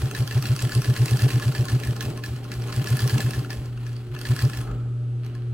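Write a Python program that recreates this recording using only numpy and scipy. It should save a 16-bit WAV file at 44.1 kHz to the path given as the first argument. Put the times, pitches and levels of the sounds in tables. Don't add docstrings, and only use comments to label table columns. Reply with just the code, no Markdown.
import sys
import numpy as np
from scipy import signal
from scipy.fft import rfft, irfft
from scipy.io import wavfile
from scipy.ndimage import uniform_filter1d, map_coordinates

SR = 44100
rng = np.random.default_rng(int(sys.argv[2]) if len(sys.argv) > 2 else 0)


def dump(signal):
    limited = np.clip(np.atleast_2d(signal).T, -1, 1)
    pcm = np.round(limited * 32767).astype(np.int16)
    wavfile.write(sys.argv[1], SR, pcm)


N = 243873
T = np.arange(N) / SR


def amp(db):
    return 10 ** (np.asarray(db) / 20)


def rms_one(x):
    return x / np.sqrt(np.mean(x ** 2) + 1e-20)


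def in_time(rows):
    time_s, level_db = np.transpose(rows)
    return np.interp(T, time_s, level_db)


def per_bin(points):
    hz, value = np.transpose(points)
    bin_hz = np.arange(N // 2 + 1) * SR / N
    return np.interp(np.log(bin_hz + 1), np.log(hz), value)


def drift(rate_hz):
    knots = rng.standard_normal(int(T[-1] * rate_hz) + 4)
    return rms_one(map_coordinates(knots, [T * rate_hz + 1], order=3))


def swell(peak_s, rise_db_per_s, fall_db_per_s):
    slope_db = np.minimum(rise_db_per_s * (T - peak_s), fall_db_per_s * (peak_s - T))
    return amp(np.maximum(slope_db, -120))


def resonate(x, modes):
    out = 0
    for k, (pitch_hz, width_hz, gain_db) in enumerate(modes):
        r = np.exp(-np.pi * width_hz / SR)
        zeros = np.array([1, 0, -1]) * (1 - r * r) / 2
        poles = [1, -2 * r * np.cos(2 * np.pi * pitch_hz / SR), r * r]
        out = out + (-1) ** k * amp(gain_db) * signal.lfilter(zeros, poles, x)
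    return out


def grains(per_s, spread_db, smooth_db):
    hits = rng.random(N) < per_s / SR
    sizes = amp(spread_db * np.minimum(rng.exponential(1, N), 4)) * hits
    contact = rms_one(sizes * rng.choice([-1, 1], (2, N)))
    return rms_one(contact + amp(smooth_db) * rng.standard_normal((2, N)))


def coloured(x, spectrum, edge_hz):
    shaped = irfft(rfft(x) * amp(per_bin(spectrum)), N)
    low_cut = signal.butter(2, edge_hz, "high", fs=SR, output="sos")
    return rms_one(signal.sosfilt(low_cut, shaped))


# pitch_hz, width_hz, gain_db
BENCH_MODES = [(152, 23.5, 2.5), (211.7, 22, 2.5), (291.8, 25, 1.5), (350, 59.6, -3), (421, 49.7, -1.5),
               (603.4, 40, -7), (774, 74, -9.5)]


def bench(force):
    band = signal.butter(2, [130, 1000], "band", fs=SR, output="sos")
    return signal.sosfilt(band, resonate(force, BENCH_MODES))


# foot_s, knock_db, boom_db, rock_db, feed_tick_db, take_up_tick_db
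STITCHES = [(-.02, -28.5, -18.5, -26, -40, -34.5), (.149, -29, -17.5, -33, -36.5, -32),
            (0.3097, -31, -14.5, -38, -39, -32), (.4541, -29.5, -14.5, -34, -39, -32.5),
            (0.591, -31, -19, -33, -30.5, -35.5), (0.7194, -30, -16, -37, -29.5, -33),
            (0.8434, -31.5, -15, -34, -42, -37.5), (.963, -29.5, -14.5, -37, -41, -28.5),
            (1.081, -30.5, -15.5, -31, -32.5, -33), (1.1918, -30.5, -12.5, -33, -29.5, -40),
            (1.3038, -29.5, -17, -37, -42, -36), (1.4225, -31.5, -15.5, -36, -40, -39.5),
            (1.549, -31.5, -17, -32, -38, -37.5), (1.6833, -30.5, -16, -30, -38, -39),
            (1.8344, -32, -21, -28, -36.5, -36.5), (2.0071, -28.5, -23, -33, -39, -39.5),
            (2.2369, -31, -28.5, -32, -56, -58), (2.5165, -33.5, -34, -33.5, -51, -47),
            (2.724, -33.5, -17.5, -35, -36, -37), (2.8711, -29.5, -15.5, -39, -35, -32),
            (2.9916, -28.5, -16.5, -35, -35, -30), (3.0952, -28, -14.5, -36, -43, -34),
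            (3.2033, -28.5, -19.5, -37, -46, -34), (3.3339, -32.5, -20.5, -31, -55, -43.5),
            (3.504, -31, -28.5, -31, -47, -63), (3.8648, -41.5, -47, -54, -49, -36),
            (4.252, -31, -15.5, -32, -38, -33), (4.3901, -29.5, -14, -29, -33.5, -37),
            (4.5324, -35.5, -30.5, -32, -36.5, -64)]
STOP_S = 4.72
PAUSE_S, PAUSE_LENGTH_S = 3.98, .16


def time_of(turns):
    falls_s = np.array([row[0] for row in STITCHES] + [STOP_S])
    running_s = falls_s - PAUSE_LENGTH_S * (falls_s > PAUSE_S)
    running_s = np.pad(running_s, 4, "reflect", reflect_type="odd")
    s = map_coordinates(running_s, [turns + 4], order=3, mode="nearest")
    return s + PAUSE_LENGTH_S * (s > PAUSE_S)


def strikes(turn_share, lag_s):
    return time_of(np.arange(len(STITCHES)) + turn_share) + lag_s


BRAKE_S, BRAKING_DB_PER_S = 4.613, 71
FULL_SPEED_PER_S = 8
CREEP_PER_S = 2.23


def shaft():
    turns = np.linspace(0, len(STITCHES), N)
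    angle = np.interp(T, time_of(turns), turns)
    speed = uniform_filter1d(np.gradient(angle, T), size=SR // 5)
    speed = np.maximum(speed, CREEP_PER_S)
    braking = amp(-BRAKING_DB_PER_S * np.maximum(T - BRAKE_S, 0))
    speed = np.where(T < BRAKE_S, speed, np.interp(BRAKE_S, T, speed) * braking)
    return angle, np.log2(np.abs(speed) / FULL_SPEED_PER_S + 1e-9)


# (relative, per Hz)
FAN = [(30, 12), (50, -4), (80, 5.5), (200, -6.5), (420, -3.5), (680, -23), (950, -25.5), (1300, -16),
       (1900, -27.5), (2800, -24), (5500, -33), (7000, -37), (9000, -34), (15000, -55)]


def fan():
    return amp(-46.5) * coloured(rng.standard_normal((2, N)), FAN, edge_hz=34)


# time_s, level_db
HUM = [(.15, -34), (.45, -28.5), (.72, -37.5), (1.97, -31), (2.5, -34.5), (2.66, -27.5), (2.73, -33.5),
       (3.5, -32.5), (3.92, -29), (4.07, -35), (4.65, -31.5), (4.8, -27), (5.15, -26), (5.33, -31.5),
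       (5.53, -25.5)]
# pitch_hz, level_db (before waver)
MOTOR_LINES = [(48.6, -55.5), (178, -85), (238, -53.5), (280, -58.5), (360, -55), (603, -65), (764, -74)]


def motor(waver_db):
    hum_hz = 120
    hum = amp(in_time(HUM)) * np.sin(2 * np.pi * hum_hz * T + 0.16 * drift(3.79))
    lines = 0
    for pitch_hz, level_db in MOTOR_LINES:
        level = amp(level_db + waver_db * drift(7))
        lines = lines + level * np.sin(2 * np.pi * pitch_hz * T + 1.08 * drift(6))
    return np.sqrt(2) * (hum + lines)


# time_s, level_db
RUMBLE = [(0, -39.5), (.45, -41), (1.05, -37.5), (1.85, -39), (2.1, -37), (2.24, -43.5), (2.7, -40.5),
          (3.1, -36.5), (3.55, -40.5), (3.8, -50.5), (4.1, -50.5), (4.35, -41.5), (4.6, -39.5),
          (4.95, -53.5), (5.53, -52)]
# (relative, per Hz)
CLATTER = [(500, 0), (800, 0.5), (950, 1), (1350, 3.5), (1750, 0), (2150, -1.5), (2700, -1), (3300, -1),
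           (3650, -8.5), (4200, -3.5), (5000, -14), (6500, -24.5)]
# (relative, per Hz)
HISS = [(4000, 0.5), (5000, 2), (5650, -0.5), (6900, -1.5), (7550, 0), (8300, -1), (9200, -2),
        (10200, -4.5), (11400, -2), (14000, -11.5), (15500, -5.5)]


def running_gear(angle, speed, load):
    def level(full_speed_db, db_per_doubling, swing_db, peak_turn):
        swing = swing_db * np.cos(2 * np.pi * (angle - peak_turn))
        return amp(full_speed_db + db_per_doubling * speed + swing)

    drive = grains(per_s=450, spread_db=2.5, smooth_db=1.5) * amp(3.2 * drift(110))
    rub = rms_one(drive + amp(3.5) * rng.standard_normal((2, N)))
    shaking = rms_one(bench(grains(per_s=300, spread_db=3.5, smooth_db=-2.5)))
    rumble = shaking * amp(in_time(RUMBLE) + 5.5 * load)
    clatter = coloured(drive, CLATTER, edge_hz=360) * level(-42.5, 7, 1, 0.3)
    hiss = coloured(rub, HISS, edge_hz=2760) * level(-45.5, 11.5, 1.6, 0.27)
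    return rumble + clatter + hiss


def webbing_shift():
    rub = grains(per_s=300, spread_db=5.5, smooth_db=2.0)
    rustle = amp(-52.5) * coloured(rub, CLATTER, edge_hz=350)
    rumble = amp(-50.5) * rms_one(bench(rub))
    return (rustle + rumble) * swell(peak_s=5.245, rise_db_per_s=303, fall_db_per_s=31)


def webbing_drag():
    foot_s, knock_db = np.transpose(STITCHES)[:2]
    last = np.maximum(np.searchsorted(foot_s, T) - 1, 0)
    fade_db_per_s = 103
    pull = amp(knock_db[last] - fade_db_per_s * (T - foot_s[last]))
    pull = uniform_filter1d(pull, size=300)
    rub = grains(per_s=900, spread_db=2.0, smooth_db=4.5)
    hiss = amp(-16) * coloured(rub, HISS, edge_hz=2400)
    clatter = amp(-19) * coloured(rub, CLATTER, edge_hz=1020)
    return pull * (hiss + clatter)


# pitch_hz, width_hz, gain_db
RING_MODES = [(1290, 110, 1), (7550, 200, -21.5)]


def brake():
    narrow = resonate(rng.standard_normal((2, N)), RING_MODES)
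    sing = rms_one(resonate(narrow, [(1340, 1200, 0.0048), (7550, 900, 0.0043)]))
    rumble = rms_one(bench(rng.standard_normal((2, N))))
    friction = swell(peak_s=4.69, rise_db_per_s=148, fall_db_per_s=70)
    return friction * (amp(-46.5) * sing + amp(-39) * rumble)


# start_s, level_db
JOLTS = [(2.078, -34.5), (2.105, -38), (3.178, -29), (3.192, -31), (4.611, -44), (5.249, -43)]


def jolts(contact_s, size=6000):
    out = np.zeros((2, N + size))
    press = np.exp(-np.arange(size) / SR / contact_s)
    blows = bench(rng.standard_normal((len(JOLTS), 2, size)) * press)
    for (start_s, level_db), blow in zip(JOLTS, blows):
        at = round(start_s * SR)
        onset_rms = blow[:, :size // 8].std(axis=1, keepdims=True)
        out[:, at:at + size] += amp(level_db) * blow / onset_rms
    return out[:, :N]


def stand(pushes, pitch_hz, length_s):
    out = np.zeros(N)
    for (peak_s, level_db), detune in zip(pushes, rng.normal(1, 0.087, len(pushes))):
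        near = np.abs(T - peak_s) < .12
        t = T[near] - peak_s
        shape = amp(level_db) * np.exp(-(t / length_s) ** 2)
        out[near] += np.sqrt(2) * shape * np.cos(2 * np.pi * pitch_hz * detune * t)
    return out


# peak_s, level_db
SHUDDERS = [(4.11, -40), (4.65, -39), (4.72, -31)]


def rocking(punch_s, rock_db):
    rock_lead_s = .021
    rocks = stand(list(zip(punch_s - rock_lead_s, rock_db)), pitch_hz=72.6, length_s=0.02)
    return rocks + stand(SHUDDERS, pitch_hz=49, length_s=0.043)


def boom(punches, pitch_hz, climb_hz_per_s, swell_s, fade_s, overtone_db, third_db):
    out, load = np.zeros(N), np.zeros(N)
    for peak_s, level_db in punches:
        near = slice(max(int((peak_s - .1) * SR), 0), int((peak_s + .1) * SR))
        t = T[near] - peak_s
        span_s = np.where(t < 0, swell_s, fade_s)
        shape = amp(level_db) * np.exp(-np.abs(t / span_s) ** 3.33)
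        phase = 2 * np.pi * (pitch_hz * t + climb_hz_per_s * t * t / 2)
        wave = np.cos(phase) + amp(overtone_db) * np.cos(2 * phase) + amp(third_db) * np.cos(3 * phase)
        out[near] += np.sqrt(2) * shape * wave
        load[near] += shape
    return out, load / load.max()


# pitch_hz, width_hz, knock_gain_db, clack_gain_db, tick_gain_db (before chance)
HEAD_MODES = [(1063, 24, 0, 5, 5.5), (1365, 140, -3.5, 6, 0.5), (1724, 90, 11, 1.5, 7),
              (2640, 174, 3, -4.5, 3.5), (3300, 280, -5.5, -21, -2.5), (4000, 120, 2, -24, -2),
              (4560, 246, 1, -10.5, 2), (5570, 280, -4.5, -16, 0), (6430, 230, -7.5, -9, -4),
              (7660, 250, -9.5, -28, -5.5), (9180, 430, -17.5, -16.5, -5), (11180, 610, -33, -37, -8.5),
              (13300, 650, -32, -33, -9.5), (15100, 910, -15, -32, -16)]
KNOCK, CLACK, TICK = 2, 3, 4


def contacts(rows, column, contact_s, scrape_db, slide_db, vary_db=2.5, size=2400):
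    lead = size // 4
    rows = [row for row in rows if row[0] > 0]
    t = (np.arange(size) - lead) / SR
    slide = amp(slide_db) * np.exp(-np.abs(t) / 0.013)
    press = np.where(t < 0, slide, np.exp(-np.abs(t) / contact_s))
    press = uniform_filter1d(press, size=36)
    force = rng.standard_normal((len(rows), 2, size)) * press * amp(scrape_db)
    force[:, 0, lead + 20] += 1
    chance_db = vary_db * rng.standard_normal((len(rows), len(HEAD_MODES), 1, 1))
    modes = [(m[0], m[1], m[column] + chance_db[:, k]) for k, m in enumerate(HEAD_MODES)]
    rings = resonate(force, modes)

    out = np.zeros((2, N + 2 * size))
    split = signal.butter(1, 5000, fs=SR)
    for (hit_s, level_db, *bright_db), ring in zip(rows, rings):
        dull = signal.lfilter(*split, ring)
        ring = dull + (ring - dull) * amp(sum(bright_db))
        onset_power = np.mean(ring[:, lead:lead + SR // 200] ** 2, axis=1, keepdims=True)
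        at = round(hit_s * SR)
        out[:, at:at + size] += amp(level_db) * ring / np.sqrt(onset_power)
    return out[:, lead:lead + N]


# hit_s, level_db
CLACKS = [(2.6922, -40), (3.6453, -50), (4.1643, -37.5), (4.7127, -49)]
# hit_s, level_db, bright_db
EXTRA_TICKS = [(2.4424, -44.5, -4), (2.6733, -43, 3), (3.182, -31, -14), (3.8643, -46, -5),
               (3.9648, -44, -18), (4.1893, -39.5, 1), (5.2467, -50, -11), (5.2632, -47, -3),
               (5.3507, -45.5, -5)]


def linkage(speed):
    foot_s, knock_db, _, _, feed_db, take_up_db = np.transpose(STITCHES)
    hook_s = strikes(.075, lag_s=.0035)
    feed_s = strikes(.19, lag_s=.007)
    bar_s = strikes(.44, lag_s=.002)
    take_up_s = strikes(.725, lag_s=.0085)

    def by_speed(hit_s, full_speed_db, db_per_doubling):
        return full_speed_db + db_per_doubling * np.interp(hit_s, T, speed)

    hook_db = knock_db - 7
    steel = [*zip(hook_s, hook_db), *zip(feed_s, feed_db), *zip(take_up_s, take_up_db)]
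    steel = [(s, db, max(3 + 1.3 * (db + 35), -14)) for s, db in steel]   # bright_db, floored at -14
    needle_bar = [(s, db, -10) for s, db in zip(bar_s, by_speed(bar_s, -37, 5.5))]
    take_up = list(zip(take_up_s, by_speed(take_up_s, -38.5, 4.5)))

    knocks = contacts(list(zip(foot_s, knock_db)), KNOCK, contact_s=0.0029, scrape_db=7, slide_db=-19)
    clacks = contacts([*take_up, *CLACKS], CLACK, contact_s=0.002, scrape_db=11, slide_db=-18)
    ticks = contacts([*steel, *needle_bar, *EXTRA_TICKS], TICK, contact_s=.0018, scrape_db=-3, slide_db=-18)
    return knocks + clacks + ticks


def workshop(x, t60_s, wet_db):
    t = T[:SR // 2]
    tail = rng.standard_normal((2, len(t))) * amp(-60 * t / t60_s) * (t > .003)
    tail /= np.sqrt(np.sum(tail ** 2, axis=1, keepdims=True))
    return x + amp(wet_db) * signal.fftconvolve(x, tail, axes=1)[:, :N]


# pitch_hz, correlation
LIKENESS = [(110, .995), (200, .96), (380, .85), (700, .55), (1300, .76), (2400, .6), (4400, .5),
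            (8100, .7), (15000, .68)]
# pitch_hz, lead_rad
LEAD = [(120, -.16), (300, -.08), (430, -.15), (690, -.8), (1550, -.2), (2330, -.9), (2760, -.7),
        (4400, -1.5), (5200, -1.8), (7500, -.2), (15800, 0)]
# pitch_hz, balance_db
BALANCE = [(120, .2), (700, 0), (1400, 1.1), (2800, -1.5), (5600, -1.8), (10000, -.6), (14000, -1.6)]


def microphones(x):
    shared, scattered = rfft(x)
    alike = np.clip(per_bin(LIKENESS), 0, 1)
    sides = np.array([[1], [-1]])
    pair = np.sqrt((1 + alike) / 2) * shared + sides * np.sqrt((1 - alike) / 2) * scattered
    level = amp(sides * per_bin(BALANCE) / 2)
    phase = np.exp(.5j * sides * per_bin(LEAD))
    return irfft(pair * level * phase, N)


def scene():
    angle, speed = shaft()
    punch_s = strikes(0.2212, lag_s=0.03076)
    boom_db, rock_db = np.transpose(STITCHES)[2:4]
    clutch_bite = (4.122, -27)
    thumps, load = boom([*zip(punch_s, boom_db), clutch_bite], pitch_hz=121.3, climb_hz_per_s=430,
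                        swell_s=0.023, fade_s=0.028, overtone_db=-28.5, third_db=-29)
    sound = fan() + running_gear(angle, speed, load)
    sound += webbing_shift() + webbing_drag()
    sound += brake() + jolts(contact_s=0.0062)
    sound += workshop(linkage(speed), t60_s=0.17, wet_db=-6.0)
    sound[0] += motor(waver_db=3) + rocking(punch_s, rock_db) + thumps
    return microphones(sound)


def record(dry):
    cutoff_hz = 15900
    return signal.sosfilt(signal.ellip(12, .1, 80, cutoff_hz, fs=SR, output="sos"), dry)


dry = scene()
out = record(dry)
dump(out)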